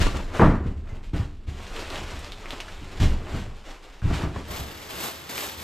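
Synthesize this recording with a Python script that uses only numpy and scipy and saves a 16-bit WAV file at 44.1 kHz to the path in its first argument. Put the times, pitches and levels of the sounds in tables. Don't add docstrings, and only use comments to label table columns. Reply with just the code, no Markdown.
import sys
import numpy as np
from scipy import signal
from scipy.fft import rfft, irfft, next_fast_len
from scipy.io import wavfile
from scipy.ndimage import map_coordinates

SR = 44100
rng = np.random.default_rng(int(sys.argv[2]) if len(sys.argv) > 2 else 0)


def dump_mix(stems):
    frames = np.atleast_2d(stems).T
    limited = np.clip(frames, -1, 1)
    pcm = np.round(limited * 32767).astype(np.int16)
    wavfile.write(sys.argv[1], SR, pcm)


N = 248283

# (time [s], relative level [dB], contact time [s], scuff relative to ringing [dB])
FLOOR_BLOWS = [(.002,-17,0.0055,-6),(.068,-25,0.00071,-18),(.144,-26.5,0.0023,2.5),(.396,-17,0.00099,6.5),(0.421,-9.5,0.0011,-1),(.445,-11,.0028,0.5),
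               (.566,-28,0.0087,-6),(.655,-19,0.004,-4.5),(.922,-27,0.0078,-8),(1.133,-16,0.0032,-21),(1.195,-19,0.0049,-21),(1.476,-19,0.01,-11.5),(2.021,-25.5,0.013,-16),(2.131,-25,.011,-12),
               (2.81,-36,0.0028,1),(3.001,-9,0.0081,-7),(3.028,-9.5,0.007,-7.5),(3.338,-18.5,0.0046,-3),(3.475,-32.5,.005,-3),(4.024,-16,0.0073,-22),(4.048,-14,0.0056,-11),(4.101,-19.5,0.0013,-2),
               (4.235,-18.5,.0013,-26),(4.358,-27.5,0.0014,-12),(4.503,-23,0.011,-14),(4.596,-23,0.0086,-9.5),(4.94,-36,0.0088,-8)]
# (nominal frequency [Hz], mean relative level [dB], t60 [s])
FLOOR_MODES = [(35.7,-37,0.49),(69.5,3.5,0.4),(87.8,-3,0.18),(109,3.5,0.18),(137.7,-6.5,0.39),(163.6,-2,0.26),(187.4,-8,0.21),(220.6,-6.5,0.13),(262.4,-11,0.49),(296,-2,0.31),(355.5,-14,0.25),(437,-11,0.11),(513,-15,0.31),(685,-9,0.38),(900,-23,0.23),(1027,-21,0.17),(1150,3,0.16),(1320,-2,0.25)]
# (time [s], level [dB], rise time constant [s], t60 [s])
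BALE_CRUNCHES = [(0.011,-24,0.0042,0.12),(0.066,-19,.001,0.027),(0.145,-26.5,.002,0.042),(0.394,-12,0.0007,0.21),(0.414,-15.5,0.0016,0.54),(.65,-51,0.013,0.17),(1.984,-26,0.0014,0.058),(2.53,-33,0.0019,0.072),(4.11,-40,0.025,0.36),(4.2,-30,0.022,0.2),(4.359,-31,.0008,0.13)]
# (start [s], rise [s], hold [s], relative rustle level [dB], rubbing before its own gain, re rustle [dB])
BALE_SHOVES = [(0,0.001,0.022,-29,-5), (0.134,.02,0.011,-42.5,5), (.24,0.047,.06,-54,8),
               (0.316,0.041,0.077,-41,7), (0.616,0.047,0.0078,-58.5,10), (0.818,0.072,0.065,-61,9.5),
               (1.018,0.029,0.0088,-54.5,-23), (1.129,0.011,0.038,-45,3.5), (1.465,0.016,0.012,-51,-3),
               (2.09,.02,0.0081,-45.5,-8), (2.222,0.012,0.009,-46.5,-12), (2.517,0.017,.01,-51,4),
               (2.753,0.027,0.015,-52.5,-17), (2.91,0.01,.01,-49,0), (2.996,.007,0.032,-36.5,-8),
               (3.094,0.033,0.038,-54.5,11), (3.212,0.085,0.091,-45.5,4), (3.632,0.055,0.01,-47,-1),
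               (3.821,.01,0.013,-51.5,-8), (4.013,0.086,0.046,-44.5,5), (4.122,0.019,0.018,-36,-9),
               (4.187,0.011,0.045,-52,13.5), (4.322,0.028,0.05,-47,1)]
# (time [s], relative rustle level [dB])
LIFT_RUSTLE = [(1.5, -65), (1.54, -57), (1.644, -49.5), (1.864, -43), (1.922, -41.5), (2.308, -52),
               (2.436, -50), (2.99, -52.5)]
# (time [s], level [dB], pitch [Hz])
CREASE_SNAPS = [(.166,-32,3020),(.1705,-24.5,6760),(1.764,-21.5,2950),(1.802,-26,4470),(1.903,-19,3960),(1.958,-16.5,3150),(2.193,-27,7500),(2.246,-23.5,4700),
                (2.321,-19,3780),(2.458,-22.5,2260),(2.5068,-15.5,3500),(2.6032,-16,2750),(2.607,-23,5600),(2.6829,-26.5,1560),(3.002,-25,3230),(4.019,-30,1500),(4.908,-24,3200),
                (5.293,-27.5,2500),(5.38,-16.5,2400),(5.41,-40,4940),(5.468,-20,6640)]
# (start [s], rise [s], hold [s], relative hiss level [dB])
CLUMP_SURGES = [(4.495,0.016,0.093,-43.5), (4.883,0.02,0.073,-44), (4.964,0.077,0.0088,-36),
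                (5.291,.004,.05,-40.5), (5.328,0.049,0.08,-38.5), (5.565,0.034,0.015,-44.5)]
# (time [s], relative sway level [dB], relative drumming level [dB])
FLOOR_WEIGHT = [(0.0, -18, -24), (0.19, -30, -46), (0.41, -40, -34.5), (0.53, -30, -28.5),
                (0.94, -37.5, -45.5), (2.22, -41.5, -46.5), (2.52, -43.5, -53), (3.31, -36.5, -36),
                (3.75, -48, -70), (4.03, -46.5, -69), (4.19, -36, -37), (5.14, -68, -56.5),
                (5.63, -69, -46)]

CRUNCH_SPECTRUM = [(88, -37), (150, -2), (278, -2.5), (398, -6.5), (427, -5.5), (622, -12), (1090, -11),
                   (1570, -17.5), (1830, -19), (3060, -37.5), (9000, -63), (11700, -78), (19800, -120)]
FILM_SPECTRUM = [(760, 1.5), (1300, -1), (1460, -2), (2090, -0.5), (3300, -1.5), (6280, -11), (7410, -11),
                 (8840, -17), (11000, -25), (12600, -21.5), (15500, -44)]
RUB_SPECTRUM = [(110,-20),(220,-8.5),(350,2),(520,-2.5),(800,-4),(1150,-5),(1600,-8.5),(2100,-13.5),(3000,-17),(5000,-120)]
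FLAKE_SPECTRUM = [(650,-18),(1100,0.5),(1700,-0.5),(3500,0.5),(6000,-4.5),(8500,-6),(12000,-6),(14500,-6.5),(15500,-18.5)]
HEAP_SPECTRUM = [(71, -23), (120, -0.5), (171, -5.5), (200, -5), (356, -2), (586, -4), (924, -4),
                 (1700, -11), (2210, -10), (3740, -120)]
SWAY_SPECTRUM = [(10,-18),(22,8.5),(36,-2),(55,-7),(110,-57),(300,-120)]
DRUM_SPECTRUM = [(31, -39), (52, -5.5), (78, 6), (156, -15.5), (194, -5), (231, -14), (407, -16),
                 (450, -19.5), (580, -68), (990, -120)]

# (time [s], gain of the side signal [dB])
IMAGE_WIDTH = [(0,-6),(.3,-15.5),(.4,-26),(.58,-47),(.7,-69),(2.9,-40),(3.05,-21),(3.9,-15.5),(4.2,-14.5),(4.6,-11)]
# (time [s], left minus right [dB])
BALE_LEFT_BALANCE = [(0,4),(.09,1.5),(.42,1),(.55,0)]
# (frequency [Hz], correlation [0 to 1])
POUR_CORRELATION = [(150,0.87),(500,0.68),(1600,.1),(4000,1),(5600,0.58),(6800,0.8),(10000,1),(15000,0.95)]
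# (frequency [Hz], lead of left over right [rad])
POUR_PHASE_LEAD = [(100,-1),(1000,0.65),(4500,0.88),(5700,1.2),(7200,-0.5),(8400,-0.7),(9900,-3.5),(11400,-4.5),(13000,-7),(15400,-9)]


def floor_thumps():
    out, t = np.zeros(N), np.arange(SR // 2) / SR
    hz, mode_db, t60 = np.transpose(FLOOR_MODES)[:, :, None]
    scuff_band = signal.butter(2, [65, 220], "band", fs=SR, output="sos")
    for s, db, contact, scuff_db in FLOOR_BLOWS:
        uneven_db = 2 * rng.standard_normal(hz.shape)
        strength = amp(mode_db + uneven_db) / np.hypot(1, (hz * contact) ** 3)
        pitch = hz * (1 + 0.0208 * rng.standard_normal(hz.shape))
        sign = rng.choice([-1, 1], hz.shape)
        modes = sign * strength * amp(-60 * t / t60) * np.sin(2 * np.pi * pitch * t)
        ring = np.sum(modes, axis=0)
        scuff = unit(signal.sosfilt(scuff_band, rng.standard_normal(len(t))))
        scuff = amp(scuff_db - 60 * t / 0.49) * scuff
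        onset = 1 - np.exp(-t / 0.0018)
        add(out, s, amp(db - 8.5) * (ring + scuff) * onset)
    return out


def bale_crunches():
    force, t = np.zeros(N), np.arange(SR) / SR
    for s, db, rise, t60 in BALE_CRUNCHES:
        add(force, s, amp(db - 60 * t / t60) * (1 - np.exp(-t / rise)))
    return force * coloured(ticks(rate=4000, spread_db=2.5), CRUNCH_SPECTRUM)


def wrap_rustle():
    rustle_db, rub_db = handling()
    rate = 1500 * amp(0.54 * (rustle_db + 46.0))
    creases = amp(2.76 * wobble(55)) * ticks(rate, spread_db=1.5) / np.sqrt(rate)
    crinkle = coloured(coop(creases, wet_db=2.0), FILM_SPECTRUM)
    grains = amp(1.9 * wobble(45)) * ticks(rate=1800, spread_db=3.5)
    rub = coloured(coop(grains, wet_db=-3.0), RUB_SPECTRUM)
    return amp(rustle_db + 3.0) * crinkle + amp(rub_db + 1.5) * rub


def handling():
    moves = []
    for start, rise, hold, db, rub_db in BALE_SHOVES:
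        moves.append((amp(db) * swell(start, rise, hold, fall_db_per_s=122), rub_db))
    tugs_db = 2 * wobble(14)
    lift = amp(curves(LIFT_RUSTLE)[0] + 1.5 + tugs_db)
    moves.append((lift * during(LIFT_RUSTLE[0][0], LIFT_RUSTLE[-1][0]), -1))
    moves.append((amp(-66.5) + amp(-59.5) * during(3.0, 4.9), 0))
    rustle_db = total_db(gain for gain, _ in moves)
    rub_db = total_db(gain * amp(rub_db) for gain, rub_db in moves)
    return rustle_db, rub_db


def wrap_snaps():
    out, t = np.zeros((2, N)), np.arange(SR // 20) / SR
    ring_cycles, crack_db = 8.7, -9.5
    crack_lowpass = signal.butter(2, 8000, fs=SR)
    for s, db, hz in CREASE_SNAPS:
        ring = np.sin(2 * np.pi * hz * t) * amp(-60 * t * hz / ring_cycles)
        crack = signal.lfilter(*crack_lowpass, rng.standard_normal(len(t))) * amp(-60 * t / 0.00033)
        add(out[0], s, amp(db) * (ring + amp(crack_db) * crack))
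    return coop(out, wet_db=-1.5, t60=0.15)


def shavings():
    pour_start_s, pour_end_s = 4.485, 5.63
    clumps = [amp(db) * swell(s, rise, hold, fall_db_per_s=123) for s, rise, hold, db in CLUMP_SURGES]
    trickle = amp(-47.5)
    hiss_db = total_db(clumps + [trickle])
    flow_db = hiss_db - np.max(hiss_db)
    rate = 7000 * amp(.7 * flow_db)
    flakes = amp(1.5 * wobble(90)) * ticks(rate, spread_db=1.0) / np.sqrt(rate)
    hiss = coloured(coop(flakes, wet_db=-5.5), FLAKE_SPECTRUM)
    treble = filtered(hiss, lambda hz: 1 / (1 + (6000 / (hz + 1)) ** 4))
    fizz = treble * (amp(0.44 * flow_db + 1.9) - 1)
    patter = coloured(coop(ticks(rate=3000, spread_db=5.0), wet_db=-3.5), HEAP_SPECTRUM)
    patter_db = -4.5 * np.maximum(np.arange(N) / SR - pour_start_s, 0)
    return during(pour_start_s, pour_end_s) * amp(hiss_db + 4.5) * (hiss + fizz + amp(patter_db) * patter)


def squeak(hz=2060, db=-49, t60=0.29):
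    out, t = np.zeros(N), np.arange(SR // 4) / SR
    phase = 2 * np.pi * hz * t + 0.085 * np.cumsum(rng.standard_normal(len(t)))
    envelope = amp(db - 60 * t / t60) * (1 - np.exp(-t / 0.0025))
    add(out, .893, envelope * (np.sin(phase) + 0.21 * np.sin(3 * phase)))
    return out


def floor_load(sway_db=1, drum_db=0.5):
    slow_db, fast_db = curves(FLOOR_WEIGHT)
    blows_db = total_db(amp(db) * swell(s, 0.023, 0, fall_db_per_s=88) for s, db, _, _ in FLOOR_BLOWS)
    sway = np.hypot(amp(slow_db + sway_db), amp(1.5 * blows_db - 6))
    drum = np.hypot(amp(fast_db + drum_db), amp(blows_db - 21))
    sway_sound = sway * coloured(rng.standard_normal(N), SWAY_SPECTRUM)
    return sway_sound + drum * coloured(rng.standard_normal(N), DRUM_SPECTRUM)


def coop(x, wet_db, t60=0.48):
    out, block, hop = np.array(x), SR // 5, SR // 14
    fade = amp(-60 * np.arange(block) / SR / t60) * (np.arange(block) > SR // 400)
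    for start in range(0, N, hop):
        tail = rng.standard_normal((2, block)) * fade / np.linalg.norm(fade)
        add(out, start / SR, amp(wet_db) * signal.fftconvolve(x[:, start:start + hop], tail, axes=1))
    return out


def ports(pair, alike, lead):
    def turn(hz):
        return np.arccos(np.clip(along(alike, hz), 0, 1)) / 2

    shared, apart = filtered(pair, lambda hz: [np.cos(turn(hz)), np.sin(turn(hz))])
    half = np.array([[.5], [-.5]])
    left_right = np.array([shared + apart, shared - apart])
    return filtered(left_right, lambda hz: np.exp(1j * half * along(lead, hz)))


def spread(pair, diffuse_hz=12000):
    mid, apart = pair
    width_db, = curves(IMAGE_WIDTH)
    treble = filtered(apart, lambda hz: 1 / (1 + (diffuse_hz / (hz + 1)) ** 20))
    side = amp(width_db) * apart + treble
    return np.array([mid + side, mid - side])


def panned(pair, left_db):
    return pair * amp(np.array([[.5], [-.5]]) * left_db)


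def swell(start, rise, hold, fall_db_per_s):
    t = np.arange(N) / SR - start
    return np.clip(t / rise, 0, 1) * amp(-fall_db_per_s * np.clip(t - rise - hold, 0, 2))


def total_db(gains):
    return 10 * np.log10(sum(g ** 2 for g in gains) + 1e-12)


def ticks(rate, spread_db):
    chance, size = rng.random((2, N)), rng.standard_normal((2, N))
    sign = rng.choice([-1, 1], (2, N))
    return unit((chance < rate / SR) * sign * amp(spread_db * np.clip(size, -3, 2.5)))


def wobble(rate):
    return map_coordinates(rng.standard_normal(int(N * rate / SR) + 4), [np.arange(N) * rate / SR])


def coloured(x, spectrum):
    return unit(filtered(x, lambda hz: amp(along(spectrum, hz))))


def filtered(x, response):
    m = next_fast_len(N + SR // 2)
    return irfft(rfft(x, m) * response(np.fft.rfftfreq(m, 1 / SR)), m)[..., :N]


def along(points, hz):
    f, v = np.transpose(points)
    return np.interp(np.log(hz + 1), np.log(f + 1), v)


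def curves(rows):
    s, *cols = np.transpose(rows)
    return [np.interp(np.arange(N) / SR, s, c) for c in cols]


def during(start, end, fade=0.015):
    return np.interp(np.arange(N) / SR, [start - fade, start, end, end + fade], [0, 1, 1, 0])


def add(track, s, sound):
    start = max(round(s * SR), 0)
    part = sound[..., :N - start]
    track[..., start:start + part.shape[-1]] += part


def amp(db):
    return 10 ** (np.asarray(db) / 20)


def unit(x):
    return x / np.sqrt(np.mean(x ** 2) + 1e-20)


def scene():
    boards = floor_thumps() + floor_load() + squeak()
    wall_echo = amp(-8.5) * np.pad(boards, (SR // 90, 0))[:N]
    bale = spread(bale_crunches() + wrap_rustle() + wrap_snaps())
    bale = panned(bale, curves(BALE_LEFT_BALANCE)[0])
    pour = panned(ports(shavings(), POUR_CORRELATION, POUR_PHASE_LEAD), left_db=0.6)
    return spread([boards, wall_echo]) + bale + pour


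def record(dry):
    rounded = dry / (1 + (dry / .75) ** 6) ** (1 / 6)
    return filtered(rounded, lambda hz: hz < 15500)


dry = scene()
out = record(dry)
dump_mix(out)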